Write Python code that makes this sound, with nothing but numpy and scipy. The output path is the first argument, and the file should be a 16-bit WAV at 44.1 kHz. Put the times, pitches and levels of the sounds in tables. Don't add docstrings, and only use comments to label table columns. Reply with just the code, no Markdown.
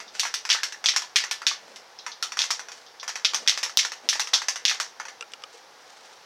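import sys
import numpy as np
from scipy import signal
from scipy.fft import rfft, irfft, next_fast_len
from scipy.io import wavfile
from scipy.ndimage import uniform_filter1d, map_coordinates

SR = 44100
rng = np.random.default_rng(int(sys.argv[2]) if len(sys.argv) > 2 else 0)


def to_wav(s):
    ch = np.atleast_2d(s).T
    pcm = np.round(np.clip(ch, -1, 1) * 32767)
    wavfile.write(sys.argv[1], SR, pcm.astype(np.int16))


N = 275933


def amp(db):
    return 10 ** (np.asarray(db) / 20)


def unit(x):
    return x / np.sqrt(np.mean(x ** 2) + 1e-20)


def packet(x):
    return x / np.linalg.norm(x)


def add(out, start_s, sound):
    start = max(round(start_s * SR), 0)
    out[start:start + len(sound)] += sound


def along(points, hz):
    point_hz, value = np.transpose(points)
    return np.interp(np.log(hz + 1), np.log(point_hz), value)


def noise(spectrum):
    size = next_fast_len(N)
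    white = rfft(rng.standard_normal(size))
    gain = amp(along(spectrum, np.fft.rfftfreq(size, 1 / SR)))
    return unit(irfft(white * gain, size)[:N])


def causal(db):
    cepstrum = irfft(np.log(amp(db)))
    half = len(cepstrum) // 2
    cepstrum[1:half] *= 2
    cepstrum[half + 1:] = 0
    return np.exp(rfft(cepstrum))


def ripple(hz, per_octave, depth_db):
    knots = depth_db * rng.standard_normal(96)
    knots = knots - 10 * np.log10(uniform_filter1d(amp(knots) ** 2, size=5))
    return map_coordinates(knots, [np.log2(1 + hz / 300) * per_octave], mode="mirror")


def ring(modes, t, scatter_db, detune):
    hz, db, t60 = np.transpose(modes)[:, :, None]
    size, shift = rng.standard_normal((2, len(modes), 1))
    decay = amp(db + scatter_db * size - 60 * t / t60)
    return np.sum(decay * np.sin(2 * np.pi * hz * (1 + detune * shift) * t), axis=0)


def room_tail(t, onset, clump_db=9.5):
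    # pitch_hz, decay_s
    room_decay = [(300, 0.21), (1000, 0.24), (2000, 0.22), (4000, 0.24), (6000, 0.24), (12000, 0.18)]
    hz, s, grid = signal.stft(rng.standard_normal(len(t)), SR, nperseg=256)
    fade = amp(-60 * s / along(room_decay, hz)[:, None])
    tail = signal.istft(grid * fade, SR, nperseg=256)[1][:len(t)]
    lumps = unit(uniform_filter1d(rng.standard_normal(len(t)), size=48))
    clumps = clump_db * lumps * np.exp(-10 * t)
    return packet(tail * amp(clumps) * (1 - np.exp(-(t / onset) ** 2)))


def background(hiss_db):
    # pitch_hz, relative_level_db (per Hz)
    air = [(15, -50), (25, -33), (76, -28), (108, -21), (190, -18.5), (354, -12), (516, -2.5), (591, -8),
           (818, -1), (1020, -6), (1650, -7), (2610, -13.5), (5730, -11.5), (7710, -26), (16000, -35.5)]
    # pitch_hz, rms_level_db
    hum_tones = [(119, -87), (360, -77)]
    t = np.arange(N) / SR
    hum = sum(amp(db) * np.sqrt(2) * np.sin(2 * np.pi * (hz * t + rng.random())) for hz, db in hum_tones)
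    return amp(hiss_db) * noise(air) + hum


def sleeve(grain_db):
    # middle_s, length_s, cloth_level_db, swish_level_db
    rustles = [(0.043, 0.18, -56.5, -71), (0.19, 0.081, -63, -41.5), (1.7, 0.15, -49.5, -52),
               (2.785, 0.1, -68, -49.5), (3.428, 0.12, -46.5, -51), (4.059, 0.053, -50.5, -58),
               (4.152, 0.14, -59.5, -55), (5.556, .09, -76, -51), (6.003, 0.46, -75, -55)]
    # pitch_hz, relative_level_db (per Hz)
    cloth_colour = [(60, -48), (140, -26), (210, 0.5), (330, -5.5), (520, 3.5), (900, -6), (2500, -10),
                    (16000, -66)]
    # pitch_hz, relative_level_db (per Hz)
    swish_colour = [(100, -56), (700, -5), (2200, -0.5), (6000, 1), (9000, -11.5), (16000, -38)]
    t = np.arange(N) / SR
    cloth, swish = np.zeros((2, N))
    for middle_s, length_s, cloth_db, swish_db in rustles:
        swell = np.exp(-(2 * (t - middle_s) / length_s) ** 2)
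        cloth += amp(cloth_db) * swell
        swish += amp(swish_db) * swell
    wander = unit(uniform_filter1d(rng.standard_normal(N), size=500))
    grain = unit(amp(grain_db * wander))
    return grain * (cloth * noise(cloth_colour) + swish * noise(swish_colour))


def contacts():
    # start_s, level_db, direct_db, dome_db, tick_db
    blows = [(.196, 8, 2, -8, 14.5), (0.5014, 14, -0.5, -1.5, 0.5), (.5178, 0, 12, 0, -3),
             (0.5269, 8, 0, -1, 8.5), (0.8595, 12.5, 2.5, -13, 2.5), (0.8869, 11, 2, -2, 4),
             (1.159, 14, -1, 1.5, 7.5), (1.163, 4.5, 7.5, -5, 5), (1.4675, 13, 1.5, -3.5, 4.5),
             (2.391, 8, 5, -4, 4), (2.418, 6.5, 5, -5, 4), (3.248, 5, 6.5, 1.5, 9),
             (3.2522, 12, 3.5, -2.5, -19), (3.476, 14, 0, 0.5, 6.5), (3.4959, 7.5, 6.5, -1, 8),
             (3.773, 11, 8.5, -18, 11.5), (3.7894, 12.5, -2.5, -2.5, 5.5), (4.089, 11.5, 2, -8, 10),
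             (4.3372, 10.5, 4, -26, 9.5), (4.341, 12.5, 2, -13, -0.5), (4.6526, 11, 4, -3.5, 3),
             (4.6809, 7.5, 2, -3, 2), (4.696, 7, 2.5, 0, 5)]
    # start_s, level_db, knock_db, rim_db
    returns = [(0.3403, 2.5, 5.5, 5), (.633, 0.5, 12.5, 8), (0.9622, 2.5, 16, 12), (1.3115, 3, 9.5, 1.5),
               (2.2259, 3, 6.5, 2.5), (2.5048, -2, 21, 9), (2.509, -2.5, 11, 13.5), (3.345, 1.5, 14.5, 8.5),
               (3.6298, -0.5, 12, 1), (3.6341, -3, 17.5, 10.5), (4.196, 3, 15, 1), (4.2032, -6.5, 1, 16.5),
               (4.484, 0, 18.5, 12), (4.8002, -3, 23, 9.5), (4.808, -7, 10, 10)]
    # start_s, level_db, knock_db
    wall_taps = [(.002, -14.5, 18), (.151, -15, 17), (.2323, -5, 16.5), (.2522, -8, 26), (.268, -9, 14),
                 (.4517, -8, 19), (.491, -3, 13), (.5474, -9.5, 27), (.723, -11, 13.5), (.841, -6, 19.5),
                 (1.02, -9.5, 12), (1.2386, -7.5, 22), (1.418, -16.5, 26), (1.513, -16, 29.5),
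                 (1.76, -14.5, 10), (2.064, -9, 23.5), (2.32, -9.5, 20), (2.3705, -7.5, 23.5),
                 (2.4031, -7.5, 18), (2.4394, -5.5, 15.5), (2.594, -11.5, 22.5), (2.685, -17.5, 24),
                 (2.718, -14, 14), (3.0298, -14.5, 26), (3.0785, -5, 14), (3.092, -7.5, 19),
                 (3.156, -7.5, 22), (3.335, -9, 27.5), (3.4631, -20, 25.5), (3.5749, -3, 17.5),
                 (3.6609, -14, 26), (3.695, -14.5, 19), (3.8497, -2.5, 15.5), (3.919, -9.5, 20.5),
                 (4.13, -1.5, 10), (4.155, -9.5, 23), (4.2724, -9.5, 19.5), (4.3335, -5.5, 29),
                 (4.418, -10, 24), (4.558, -7, 18), (4.7125, -7, 22.5), (4.747, -15.5, 23),
                 (4.999, -14.5, 30), (5.0529, -18, 25.5), (5.0832, -16, 20.5)]
    # start_s, level_db
    pings = [(.079, -14), (1.988, -7.5), (2.117, -6), (2.864, -14), (2.998, -7)]
    # one level_db each for knock, dome, wall, rim, tick
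    blow_colour = [-6, 0, -0.5, -0.5, -1]
    return_colour = [1, -3.5, 0.5, -0.5, 11]
    tap_colour = [0.5, -0.5, -1.5, 5.5, 9]
    ping_colour = [-8, -26, -1, -1.5, -27]
    knock = np.array([0.98, 0.57, 0.017, 0.073, 0.15])
    dome = np.array([0, 0.82, 0.016, 0.024, 0.061])
    rim = np.array([0, 0.018, 0, 0.86, .1])
    tick = np.array([0, 0.14, 0, 0.19, 0.91])
    # time_s, dome_db
    grip = [(.2, 3.5), (1.3, 3), (2.3, -0.5), (3.6, -0.5), (5, 2)]
    tap_direct_db = 2.5
    first_s, gap_s = .045, 0.02
    under_db, loss_db, skitter_knock_db = -29.5, 6.5, 20.5

    taps = list(wall_taps)
    for s, db, *_ in blows:
        gaps, sizes = rng.standard_normal((2, 3))
        times = s + first_s + np.cumsum(gap_s * np.exp(.3 * gaps)) - gap_s
        for k, touch_s in enumerate(times):
            touch_db = db + under_db - loss_db * k + 2 * sizes[k]
            taps.append((touch_s, touch_db, skitter_knock_db))

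    rows = []
    for s, db, direct_db, dome_db, tick_db in blows:
        rows.append((s, db, blow_colour + dome_db * dome + tick_db * tick, direct_db))
    for s, db, knock_db, rim_db in returns:
        rows.append((s, db, return_colour + knock_db * knock + rim_db * rim, tap_direct_db))
    for s, db, knock_db in taps:
        rows.append((s, db, tap_colour + knock_db * knock, tap_direct_db))
    for s, db in pings:
        rows.append((s, db, ping_colour, tap_direct_db))
    grip_s, grip_db = np.transpose(grip)
    return [(s, db, zone_db + np.interp(s, grip_s, grip_db) * dome, direct_db)
            for s, db, zone_db, direct_db in rows]


def burst(t, life):
    spectrum = rfft(rng.standard_normal(len(t)) * np.exp(-t / life))
    power = uniform_filter1d(np.abs(spectrum) ** 2, size=1400)
    return spectrum / np.sqrt(np.abs(power) + 1e-12)


def ball(gain_db, room_db, steel_db, soft_life, hard_life, ripple_db, echo_db, size=16384):
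    zone_hz = [900, 1900, 3600, 5900, 10000]
    # pitch_hz, relative_level_db (per Hz)
    shell_colour = [(88, -56), (150, -54), (923, -15.5), (1480, -8.5), (1940, -7), (3490, -1), (4160, -4),
                    (4670, -3), (5150, -4.5), (5680, -3), (8560, -26.5), (9260, -29.5), (11000, -35.5),
                    (14500, -41.5), (16000, -53)]
    # pitch_hz, relative_level_db, decay_60db_s
    steel_modes = [(1760, -2, 0.36), (1966, 1.5, 0.21), (2116, -1, 0.24), (2540, 2.5, 0.1),
                   (3380, -25, 0.071), (4420, -10, 0.28), (4530, -3.5, 0.056), (5510, 4, 0.14),
                   (5680, -12, 0.23), (6260, -8, 0.28), (6030, 7, 0.13), (6430, 7, 0.12), (6230, -9, 0.13),
                   (10800, 9, 0.16)]
    # delay_s, relative_level_db
    near_walls = [(.0045, -1.5), (.0087, -5), (0.0132, -8.5), (0.0187, -10)]
    # pitch_hz, relative_level_db
    spread_colour = [(900, -6), (2200, -2.5), (6000, 0.5), (12000, 1)]
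    # pitch_hz, relative_level_db
    spike_colour = [(700, 8), (1800, -7), (3500, 3.5), (5300, -1), (12000, -3)]
    out = np.zeros(N + size)
    t, hz = np.arange(size) / SR, np.fft.rfftfreq(size, 1 / SR)

    def late(delay_s):
        return np.exp(-2j * np.pi * hz * delay_s)

    lead = .002
    fade = np.minimum(t / lead, 1) * np.minimum(10 * (1 - t / t[-1]), 1)
    walls = [amp(level + echo_db) * late(delay) for delay, level in near_walls]
    shell = along(shell_colour, hz)
    spread = causal(along(spread_colour, hz))
    spike = causal(along(spike_colour, hz))
    for s, db, zone_db, direct_db in contacts():
        square = np.clip((direct_db + .6 * db - 3) / 9, 0, 1)
        life = soft_life + square * (hard_life - soft_life)
        scattered = np.sqrt(1 - square ** 2) * burst(t, life) * late(0.000498)
        crack = amp(direct_db - 6.5) * (square * spike + scattered)
        echoes = sum(wall * burst(t, soft_life) for wall in walls)
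        steel = amp(steel_db) * packet(ring(steel_modes, t, scatter_db=2.0, detune=0.01195))
        tail = amp(room_db) * room_tail(t, onset=0.0057, clump_db=2.5)
        colour = shell + along(list(zip(zone_hz, zone_db)), hz)
        depth_db = ripple_db / (1 + amp(db - 6.5))
        colour = colour + ripple(hz, per_octave=9, depth_db=depth_db)
        spectrum = crack + spread * (echoes + rfft(steel + tail))
        sound = irfft(spectrum * causal(colour) * late(lead))
        add(out, s - lead, amp(db + gain_db) * sound * fade)
    return out[:N]


def paint(rise, attack, room_db):
    # start_s, pitch_hz, level_db
    gulps = [(.233, 1080, -27.5), (.252, 1660, -18.5), (.548, 1690, -24), (.588, 1770, -21.5),
             (0.632, 1610, -15.5), (.745, 1780, -27), (1.022, 994, -29), (1.431, 1330, -28),
             (2.064, 997, -27), (2.227, 1330, -19), (3.848, 1840, -24), (4.129, 1740, -15),
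             (4.712, 1760, -22), (5.015, 1720, -29), (5.099, 1720, -35), (5.541, 460, -42)]
    out, t = np.zeros(N + SR), np.arange(SR // 3) / SR
    for s, hz, db in gulps:
        t60 = 27.5 / hz
        pitch = hz * (1 + rise * np.minimum(t / t60, 1))
        phase = 2 * np.pi * np.cumsum(pitch) / SR
        gulp = amp(db - 60 * t / t60) * (1 - np.exp(-t / attack)) * np.sin(phase)
        answer = signal.fftconvolve(gulp, room_tail(t, onset=0.0056))[:len(t)]
        add(out, s, gulp + amp(room_db) * answer)
    return signal.sosfilt(signal.butter(2, 350, "highpass", fs=SR, output="sos"), out[:N])


def clicks(attack, snap_db, snap_life):
    # start_s, level_db, low_modes_db
    click_rows = [(5.209, -20, -1.5), (5.2248, -29.5, 8.5), (5.319, -29.5, -12), (5.3357, -22, 1),
                  (5.421, -36, 2), (5.4373, -25.5, 3.5)]
    # pitch_hz, relative_level_db, decay_60db_s
    hollow = [(477, -14, 0.065), (1347, -1.5, 0.044), (1540, -11, 0.022), (2450, -4.5, 0.027),
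              (2830, 4.5, 0.019), (3330, 3, 0.011), (5140, 7.5, 0.0067), (5660, 4.5, 0.0085),
              (8000, -2, 0.0089)]
    out, t = np.zeros(N + SR), np.arange(SR // 10) / SR
    for s, db, low_db in click_rows:
        modes = [(hz, level + low_db * (hz < 3100), t60) for hz, level, t60 in hollow]
        snap = amp(snap_db) * rng.standard_normal(len(t)) * np.exp(-t / snap_life)
        body = ring(modes, t, scatter_db=3, detune=0.034)
        add(out, s, amp(db - 8.5) * (body + snap) * (1 - np.exp(-t / attack)))
    return signal.sosfilt(signal.butter(4, [400, 8200], "bandpass", fs=SR, output="sos"), out[:N])


def scene():
    air = background(hiss_db=-51.0)
    cloth = sleeve(grain_db=3.5)
    can = ball(gain_db=10, room_db=-4.5, steel_db=-11.5, soft_life=0.0018, hard_life=0.00043,
               ripple_db=2.7, echo_db=-6.5)
    slosh = paint(rise=0.029, attack=0.00035, room_db=-5.5)
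    small = clicks(attack=0.00039, snap_db=-4.5, snap_life=0.0047)
    return (can + slosh + small + cloth + air)[None]


def record(dry):
    low_cut_hz, top_hz = 84, 16200
    size = next_fast_len(N + SR // 2)
    hz = np.fft.rfftfreq(size, 1 / SR)
    low_cut = 1j * hz / (low_cut_hz + 1j * hz)
    clipped = np.clip(dry, -1, 1)
    return irfft(rfft(clipped, size) * low_cut * (hz < top_hz), size)[..., :N]


dry = scene()
out = record(dry)
to_wav(out)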